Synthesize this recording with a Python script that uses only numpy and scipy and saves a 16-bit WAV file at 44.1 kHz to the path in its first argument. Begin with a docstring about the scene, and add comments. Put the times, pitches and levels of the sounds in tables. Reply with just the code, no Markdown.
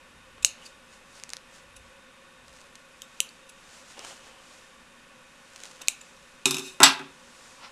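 """Steel scissors cut the stitches of a felt hat's lining at a wooden table in a small quiet room.
Over a soft background hiss the blades snap shut three times; between the snips threads tick apart,
the loose blades click, and the cloth rustles and creaks in the hand: filtered noise and resonances.
Then the scissors are laid down: the tips bounce, steel slides, the handles drop with a loud clack
that rings decaying modes of steel and wood, and a soft scuff and a last rustle follow."""
import sys
import numpy as np
from scipy import signal
from scipy.fft import rfft, irfft
from scipy.io import wavfile

SR = 44100
rng = np.random.default_rng(int(sys.argv[2]) if len(sys.argv) > 2 else 0)


def dump_mix(stems):
    """Bounce the given channels to the path in sys.argv[1] as a 16-bit WAV at rate SR."""
    frames = np.atleast_2d(stems).T  # one column per channel
    limited = np.clip(frames, -1, 1)  # hard clip at full scale
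    pcm = np.round(limited * 32767).astype(np.int16)
    wavfile.write(sys.argv[1], SR, pcm)


N = 340151
TIME = np.arange(N) / SR
RING_TIME = TIME[:SR // 2]  # half a second for each short sound


def undb(db):
    """Decibels to gain."""
    return 10 ** (np.asarray(db) / 20)


def unit(x):
    """Scale to rms 1."""
    return x / np.sqrt(np.mean(x ** 2))


def blow(x, db):
    """Scale a short sound so that its energy, packed into 10 ms, has this level."""
    return x * undb(db) * np.sqrt(SR / 100 / np.sum(x ** 2))


def add(out, s, x):
    """Mix a sound in at a time in seconds."""
    i = int(s * SR)
    out[i:i + len(x)] += x[:N - i]


def colour(x, points):
    """Causal minimum-phase filter through (frequency_hz, gain_db) points."""
    size = 4096
    hz, db = np.transpose(points)
    log_hz = np.log(np.fft.rfftfreq(size, 1 / SR) + 1)
    gain = undb(np.interp(log_hz, np.log(hz), db))
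    # folding the cepstrum onto positive times makes the filter causal
    cepstrum = irfft(np.log(gain))[:size // 2]
    cepstrum[1:] *= 2
    impulse_response = irfft(np.exp(rfft(cepstrum, size)))
    return signal.fftconvolve(x, impulse_response)[:len(x)]


def resonate(x, hz, width_hz):
    """One resonance."""
    return signal.lfilter(*signal.iirpeak(hz, hz / width_hz, fs=SR), x)


def resonate_twice(x, hz, width_hz):
    """The same resonance applied twice, for steeper skirts."""
    return resonate(resonate(x, hz, width_hz), hz, width_hz)


def dull(x, hz, order=2):
    """Low-pass."""
    return signal.sosfilt(signal.butter(order, hz, fs=SR, output="sos"), x)


def no_bass(x, hz):
    """High-pass."""
    return signal.sosfilt(signal.butter(4, hz, "high", fs=SR, output="sos"), x)


def fade(t60):
    """Exponential decay, down 60 dB after t60 seconds."""
    return np.exp(-np.log(1000) * RING_TIME / t60)


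def burst(t60):
    """Dying noise: a crowd of modes too dense to tell apart."""
    return rng.standard_normal(len(RING_TIME)) * fade(t60)


def ring(modes):
    """Struck modes; each contact point gives them other signs and slightly other pitches."""
    out = np.zeros(len(RING_TIME))
    for hz, db, t60 in modes:
        sign = rng.choice([-1, 1])
        pitch_hz = hz * (1 + .003 * rng.standard_normal())
        out += undb(db) * sign * fade(t60) * np.sin(2 * np.pi * pitch_hz * RING_TIME)
    return out


def contact(duration, grit):
    """A push followed by the tiny slips of two rough surfaces."""
    slips = rng.standard_normal(len(RING_TIME)) * np.exp(-(RING_TIME / duration) ** 2)
    return grit * blow(slips, 0) + blow(signal.unit_impulse(len(RING_TIME)), 0)


def swipe(duration):
    """Friction that swells and dies away, strongest two durations in."""
    return rng.standard_normal(len(RING_TIME)) * np.exp(-(RING_TIME / duration - 2) ** 2)


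# every hand movement swells and dies alike: share of its length spent rising, dB under the peak at both ends
RISE_SHARE, EDGE_DB = .52, 18.5


def swell(peak_s, db, length):
    """Gain of one hand movement: an even rise in dB to its peak, then an even fall."""
    before = (peak_s - TIME) / RISE_SHARE
    after = (TIME - peak_s) / (1 - RISE_SHARE)
    away = np.maximum(before, after) / length
    return undb(db - EDGE_DB * np.minimum(away, 10))


def swells(rows):
    """Gain of several movements, whose powers add."""
    return np.sqrt(sum(swell(*row) ** 2 for row in rows))


def room(x, wet_db):
    """The table and near walls answer at once; the treble dies first."""
    tail = dull(burst(.4), 2800) * undb(-1.0) + burst(0.19)
    tail = tail * (1 - np.exp(-RING_TIME / 0.0012))  # soft onset
    tail = tail / np.sqrt(np.sum(tail ** 2))
    return x + undb(wet_db) * signal.fftconvolve(x, tail)[:N]


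# tone of the background hiss: frequency_hz, gain_db
AIR_TONE = [(25, 2.5), (45, -0.5), (65, -0.5), (100, -5.5), (170, 2), (400, -3.5), (680, -6.5), (1000, 1),
            (1500, -3.5), (2200, -3), (2700, -2), (4400, -11.5), (8500, -13.5), (10500, -19.5),
            (12800, -26.5), (14000, -36.5), (15000, -48.5)]
# hums in the background: pitch_hz, width_hz (before widening), relative_level_db
BACKGROUND_HUMS = [(240.2, 21, -3.5), (532.3, 42.5, 2), (1118, 56, -1), (1470, 120, 0.5), (1793, 120, -1.5),
                   (2523, 120, -2.5), (3686, 80, -5), (11040, 70, -11.5)]


def air():
    """Steady background hiss with a few soft hums and a thin whine, all resonant or coloured noise."""
    hiss = unit(colour(rng.standard_normal(N), AIR_TONE))
    hums = np.zeros(N)
    for hz, width, db in BACKGROUND_HUMS:
        hums += undb(db) * unit(resonate_twice(rng.standard_normal(N), hz, 1.43 * width))
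    return undb(-56.0) * hiss + undb(-65.5) * hums


# the hat shifts on the table: peak_s, level_db, length_s
HAT_SHIFTS = [(.15, -61, 0.22), (.39, -59, 0.73), (1.05, -67.5, 1.0), (1.78, -56, 0.43), (2.47, -54, 0.15)]


def rumble():
    """The hat shifts on the table with a low rumble."""
    low_noise = no_bass(dull(rng.standard_normal(N), 85, order=3), 22)
    return unit(low_noise) * swells(HAT_SHIFTS)


# the lining is drawn through the fingers or the blades: peak_s, level_db, length_s, crackle_share (0-1)
LINING_STROKES = [(0.66, -53.5, 0.25, 0.3), (.94, -56.5, .2, .3), (1.172, -51.5, .27, 0.4),
                  (1.33, -57, .2, .5), (1.558, -52.5, 0.21, 0.27), (1.87, -62.5, .3, .3),
                  (2.57, -54, .32, 0.74), (3.202, -59, 1.3, .3), (3.758, -51.5, 0.5, .1),
                  (3.91, -50.5, .2, 0.16), (4.084, -43.5, 0.29, 0.2), (4.27, -54.5, 0.27, 0.15),
                  (4.53, -54.5, 0.77, .1), (5.656, -48, 0.42, 0.64), (6.0, -58.5, 3.6, 0.15),
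                  (7.455, -53.5, 1.4, 0.06)]
# tone of the rubbed lining: frequency_hz, gain_db
CLOTH_TONE = [(200, -5), (800, 2), (3000, -0.5), (4500, 0.5), (7000, 1.5), (9500, -5), (12000, -18),
              (15000, -26.5)]
CATCHES_PER_S = 450  # fibres that catch in the lining


def cloth():
    """Countless fibres slip as a soft hiss, while a few catch and crackle."""
    powers = np.array([swell(s, db, length) ** 2 for s, db, length, _ in LINING_STROKES])
    share = np.array([row[3] for row in LINING_STROKES])
    catches = (rng.random(N) < CATCHES_PER_S / SR) * rng.standard_normal(N)
    hiss = unit(colour(rng.standard_normal(N), CLOTH_TONE)) * np.sqrt((1 - share) @ powers)
    crackle = unit(colour(catches, CLOTH_TONE)) * np.sqrt(share @ powers)
    return hiss + crackle


# the stiff felt and lace creak when pulled: peak_s, level_db, length_s
FELT_PULLS = [(.382, -44, .009), (.61, -59, .4), (4.005, -44.5, 0.15), (4.05, -43.5, .05),
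              (4.12, -48, 0.062), (4.28, -56.5, 1.0), (5.65, -58, 0.37), (5.82, -46.5, .06)]
# tone of the creak: frequency_hz, gain_db
CREAK_TONE = [(100, -15), (300, -3), (800, 1.5), (1400, -2.5), (2200, -7), (3000, 3), (3800, -10.5),
              (8000, -25), (15000, -40)]
SLIPS_PER_S = 2500


def creak():
    """Dense little slips in the pulled felt."""
    slips = (rng.random(N) < SLIPS_PER_S / SR) * rng.standard_normal(N)
    return unit(colour(slips, CREAK_TONE)) * swells(FELT_PULLS)


# threads part: start_s, level_db, duration_s
THREAD_TICKS = [(1.199, -50, .001), (1.2368, -39, 0.0007), (1.293, -45, 0.00055), (1.303, -43.5, 0.0009),
                (1.3345, -34, 0.00066), (1.3683, -41, 0.0009), (2.482, -54.5, 0.0023), (2.755, -48, 0.0059),
                (3.993, -43, 0.0006), (4.049, -44.5, 0.004), (5.561, -46.5, 0.0023), (5.636, -43.5, 0.0012),
                (5.655, -46, 0.0014)]
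# tone of a parting thread: frequency_hz, gain_db
THREAD_TONE = [(200, -17), (1000, -4), (3000, 2.5), (6200, 4), (9000, -0.5), (12000, -15), (15000, -25)]


def threads():
    """Each thread gives way with one dry tick."""
    out = np.zeros(N)
    for s, db, duration in THREAD_TICKS:
        tick = colour(contact(duration, grit=0.73), THREAD_TONE)
        add(out, s, blow(tick, db))
    return out


# loose blades rub and click: peak_s, level_db, main_ring_hz, main_ring_gain_db, contact_s
BLADE_CLICKS = [(0.429, -41.5, 6900, -6, 0.0038), (.466, -38, 7350, 1, 0.00071),
                (.625, -52, 2920, 10, 0.0084), (.663, -43.5, 4600, 0, .008),
                (1.767, -48.5, 9770, -2, 0.0061), (3.02, -40.5, 3200, -2, 0.00069),
                (3.291, -50, 4470, 2, .003), (3.496, -48.5, 9800, -4, 0.0055),
                (5.8188, -40, 5900, -9, 0.0041), (5.875, -47, 4100, 3, 0.00069),
                (6.014, -46.5, 7100, 4, 0.0037)]
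# free ring of the steel, also heard in the knocks and the slide: pitch_hz, gain_db, t60_s
STEEL_MODES = [(2525, 1, .3), (2674, -8, 0.32), (3660, 5, 0.19), (3800, 0, .22), (5300, -0.5, .2),
               (6210, -3, .2), (6350, -4.5, .15), (7670, -3.5, .2), (8270, -5.5, .2), (9940, -1.5, 0.092),
               (10300, -7.5, .18), (11400, -9.5, 0.093), (12200, -12.5, .15)]
# tone of struck or rubbed steel: frequency_hz, gain_db
STEEL_TONE = [(600, -19.5), (2100, -18), (2600, 6.5), (3200, -6), (3800, 0.5), (4600, -6), (6300, 0),
              (8300, -3), (9000, -10), (9900, -3), (11100, -18.5), (12200, -9.5), (15000, -42)]


def pivot():
    """Slack blades scrape and tap each other, ringing lightly."""
    out = np.zeros(N)
    for s, db, hz, main_db, duration in BLADE_CLICKS:
        force = swipe(duration)
        tap = blow(colour(force, STEEL_TONE), 0) + blow(resonate_twice(force, hz, 600), main_db)
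        modes = ring(STEEL_MODES) + 2.8 * ring([(7750, 0, .16)])
        singing = signal.fftconvolve(force, modes)[:len(force)]
        add(out, s - 2 * duration, blow(tap, db) + blow(singing, db - 9.5))
    return out


# the tips touch the table and bounce, each flight shorter than the last
TIPS_S, FIRST_FLIGHT_S, RESTITUTION = 6.4564, .0525, .67
TIP_STEEL_DB, TIP_BOARD_DB, TIP_THUMP_DB, TIP_TOP_HZ = -14.5, -30, -25, 1590
STEEL_LOSS_DB, WOOD_LOSS_DB = 8, 6.5  # lost each time the number of contacts doubles


def bounces(count):
    """The knocks of the bouncing tips, ever closer and weaker."""
    rows, s = [], TIPS_S
    for k in range(count):
        doublings = np.log2(k + 1)
        steel_db = TIP_STEEL_DB - doublings * STEEL_LOSS_DB
        wood_loss = doublings * WOOD_LOSS_DB
        rows.append((s, steel_db, TIP_BOARD_DB - wood_loss, TIP_THUMP_DB - wood_loss, TIP_TOP_HZ))
        s += FIRST_FLIGHT_S * RESTITUTION ** k
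    return rows


# the handles drop and settle: start_s, steel_db, board_db, thump_db, board_top_hz
HANDLE_KNOCKS = [(6.8025, -26, -15.5, -21, 1530), (6.8207, -32.5, -14.5, -45, 1520),
                 (6.8314, -8, -5.5, -24, 6100), (6.864, -25.5, -17, -38, 5000),
                 (6.900, -45, -30, -36, 4000), (6.993, -50, -38.5, -38, 2000)]
# table top bending as a whole: pitch_hz, gain_db, t60_s
THUMP_MODES = [(146, -12.5, 0.42), (168, -14.5, 0.32), (243.3, -5, 0.25), (273.8, 0, 0.35), (310, -8, 0.11),
               (376.5, -3, 0.35), (403, -7.5, 0.26)]
# stiff upper modes of the table top: pitch_hz, gain_db, t60_s
BOARD_MODES = [(684, -7, 0.31), (834, -4.5, 0.16), (862, -3.5, 0.36), (996, -8, 0.43), (1180, 1.5, 0.18),
               (1244, -1, 0.18), (1370, -4, 0.18), (1464, -2.5, 0.22), (1570, -4.5, .22),
               (1644, -0.5, 0.18), (2003, 3.5, 0.16), (2310, -6, .17), (2610, 3, 0.089), (2770, 5, 0.18),
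               (3380, 1, 0.28), (4230, -8, 0.13), (6030, 8.5, 0.079)]
# tone of the wood, also heard in the scuff: frequency_hz, gain_db
BOARD_TONE = [(150, -20.5), (550, -16), (720, -1), (1400, 3.5), (1800, -1.5), (2700, 1), (5500, 3),
              (8000, -17), (14000, -18)]


def knocks():
    """Every knock rings steel and wood; a harder contact reaches higher modes of the board."""
    out = np.zeros(N)
    for s, steel_db, board_db, thump_db, top_hz in bounces(count=6) + HANDLE_KNOCKS:
        # chatter against the wood smears each steel mode into a narrow band
        clank = np.zeros(len(RING_TIME))
        for hz, db, t60 in STEEL_MODES:
            clank += undb(db) * blow(resonate_twice(burst(t60), hz, 260), 0)
        steel = blow(clank, -7)
        steel += blow(colour(burst(0.022), STEEL_TONE), -2.5)
        steel += blow(colour(burst(0.23), STEEL_TONE), -12.5)
        board = blow(ring(BOARD_MODES), -7.5) + blow(colour(burst(0.17), BOARD_TONE), 1.5)
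        wood = blow(dull(board, top_hz, order=3), board_db) + blow(ring(THUMP_MODES), thump_db)
        add(out, s, undb(steel_db) * steel + no_bass(wood, 113))
    # once the hand lets go, the hardest knock sets the blade tips singing
    hardest = max(HANDLE_KNOCKS, key=lambda row: row[1])
    tips = ring([(7666, 1.5, 0.09), (9850, -4.5, .06), (12150, -7.5, 0.055)])
    add(out, hardest[0], blow(tips, -11.5))
    return out


# steel slides on the table: peak_s, level_db (before the two parts are mixed), length_s
STEEL_SLIDES = [(6.665, -41.5, 0.22)]


def slide():
    """Sliding on the wood keeps the steel ringing."""
    scrape = rng.standard_normal(N)
    rub = unit(colour(scrape, STEEL_TONE))
    singing = unit(signal.fftconvolve(scrape, ring(STEEL_MODES))[:N])
    return (undb(-2) * rub + undb(-3) * singing) * swells(STEEL_SLIDES)


# a soft scuff on wood: peak_s, level_db, length_s
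WOOD_SCUFFS = [(7.647, -43.5, 0.13)]


def scuff():
    """Dull friction noise with the tone of the wood."""
    friction = colour(rng.standard_normal(N), BOARD_TONE)
    return unit(dull(friction, 1800, order=1)) * swells(WOOD_SCUFFS)


# blades snap shut: start_s, level_db, lowest_resonance_hz, its_gain_db, brightness_top_hz,
# ring_db (relative to level_db), contact_s, grip_widening (factor on the resonance widths)
BLADE_SNIPS = [(0.4474, -12.5, 2920, -4, 8750, -12, 0.0013, 1.72),
               (3.2033, -20, 2854, 4, 11900, -14.5, 0.0015, 1.09),
               (5.8834, -17.5, 2490, 0.5, 10400, -18, 0.00052, 1.08)]
# upper resonances of the closed blades, damped by the hand: pitch_hz, width_hz (before widening), gain_db
SHUT_MODES = [(3850, 570, -2), (6300, 820, -0.5), (6890, 1040, 1.5), (8600, 430, -3.5), (9770, 700, -0.5),
              (12250, 760, -4.5)]


def snips():
    """The blades hit their stop; the hand kills all but one thin ring within milliseconds."""
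    out = np.zeros(N)
    for s, db, low_hz, low_db, top_hz, ring_db, duration, grip in BLADE_SNIPS:
        force = contact(duration, grit=1.0)
        crack = np.zeros(len(RING_TIME))
        for hz, width, gain_db in [(low_hz, 430, low_db)] + SHUT_MODES:
            crack += blow(resonate_twice(force, hz, 1.23 * grip * width), gain_db)
        body = no_bass(dull(force, 5000), 121)
        crack = dull(crack, top_hz, order=3) + blow(body, -11.0)
        thin_ring = resonate(burst(0.068), 7940, 450)
        add(out, s, blow(crack, db) + blow(thin_ring, db + ring_db))
    return out


def scene():
    """All sources in the room."""
    background = air() + rumble() + cloth() + creak()
    cut_threads = room(threads(), wet_db=-15.5)
    laid_down = room(knocks() + slide() + scuff(), wet_db=-10.5)
    blades = room(pivot() + snips(), wet_db=-15.0)
    return (background + cut_threads + laid_down + blades)[None]


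def record(dry):
    """Round off the loudest peaks, then cut the top above 15 kHz."""
    rounded = dry / (1 + dry ** 6) ** (1 / 6)
    return signal.sosfilt(signal.ellip(8, .2, 70, 15000, fs=SR, output="sos"), rounded)


dry = scene()
out = record(dry)
dump_mix(out)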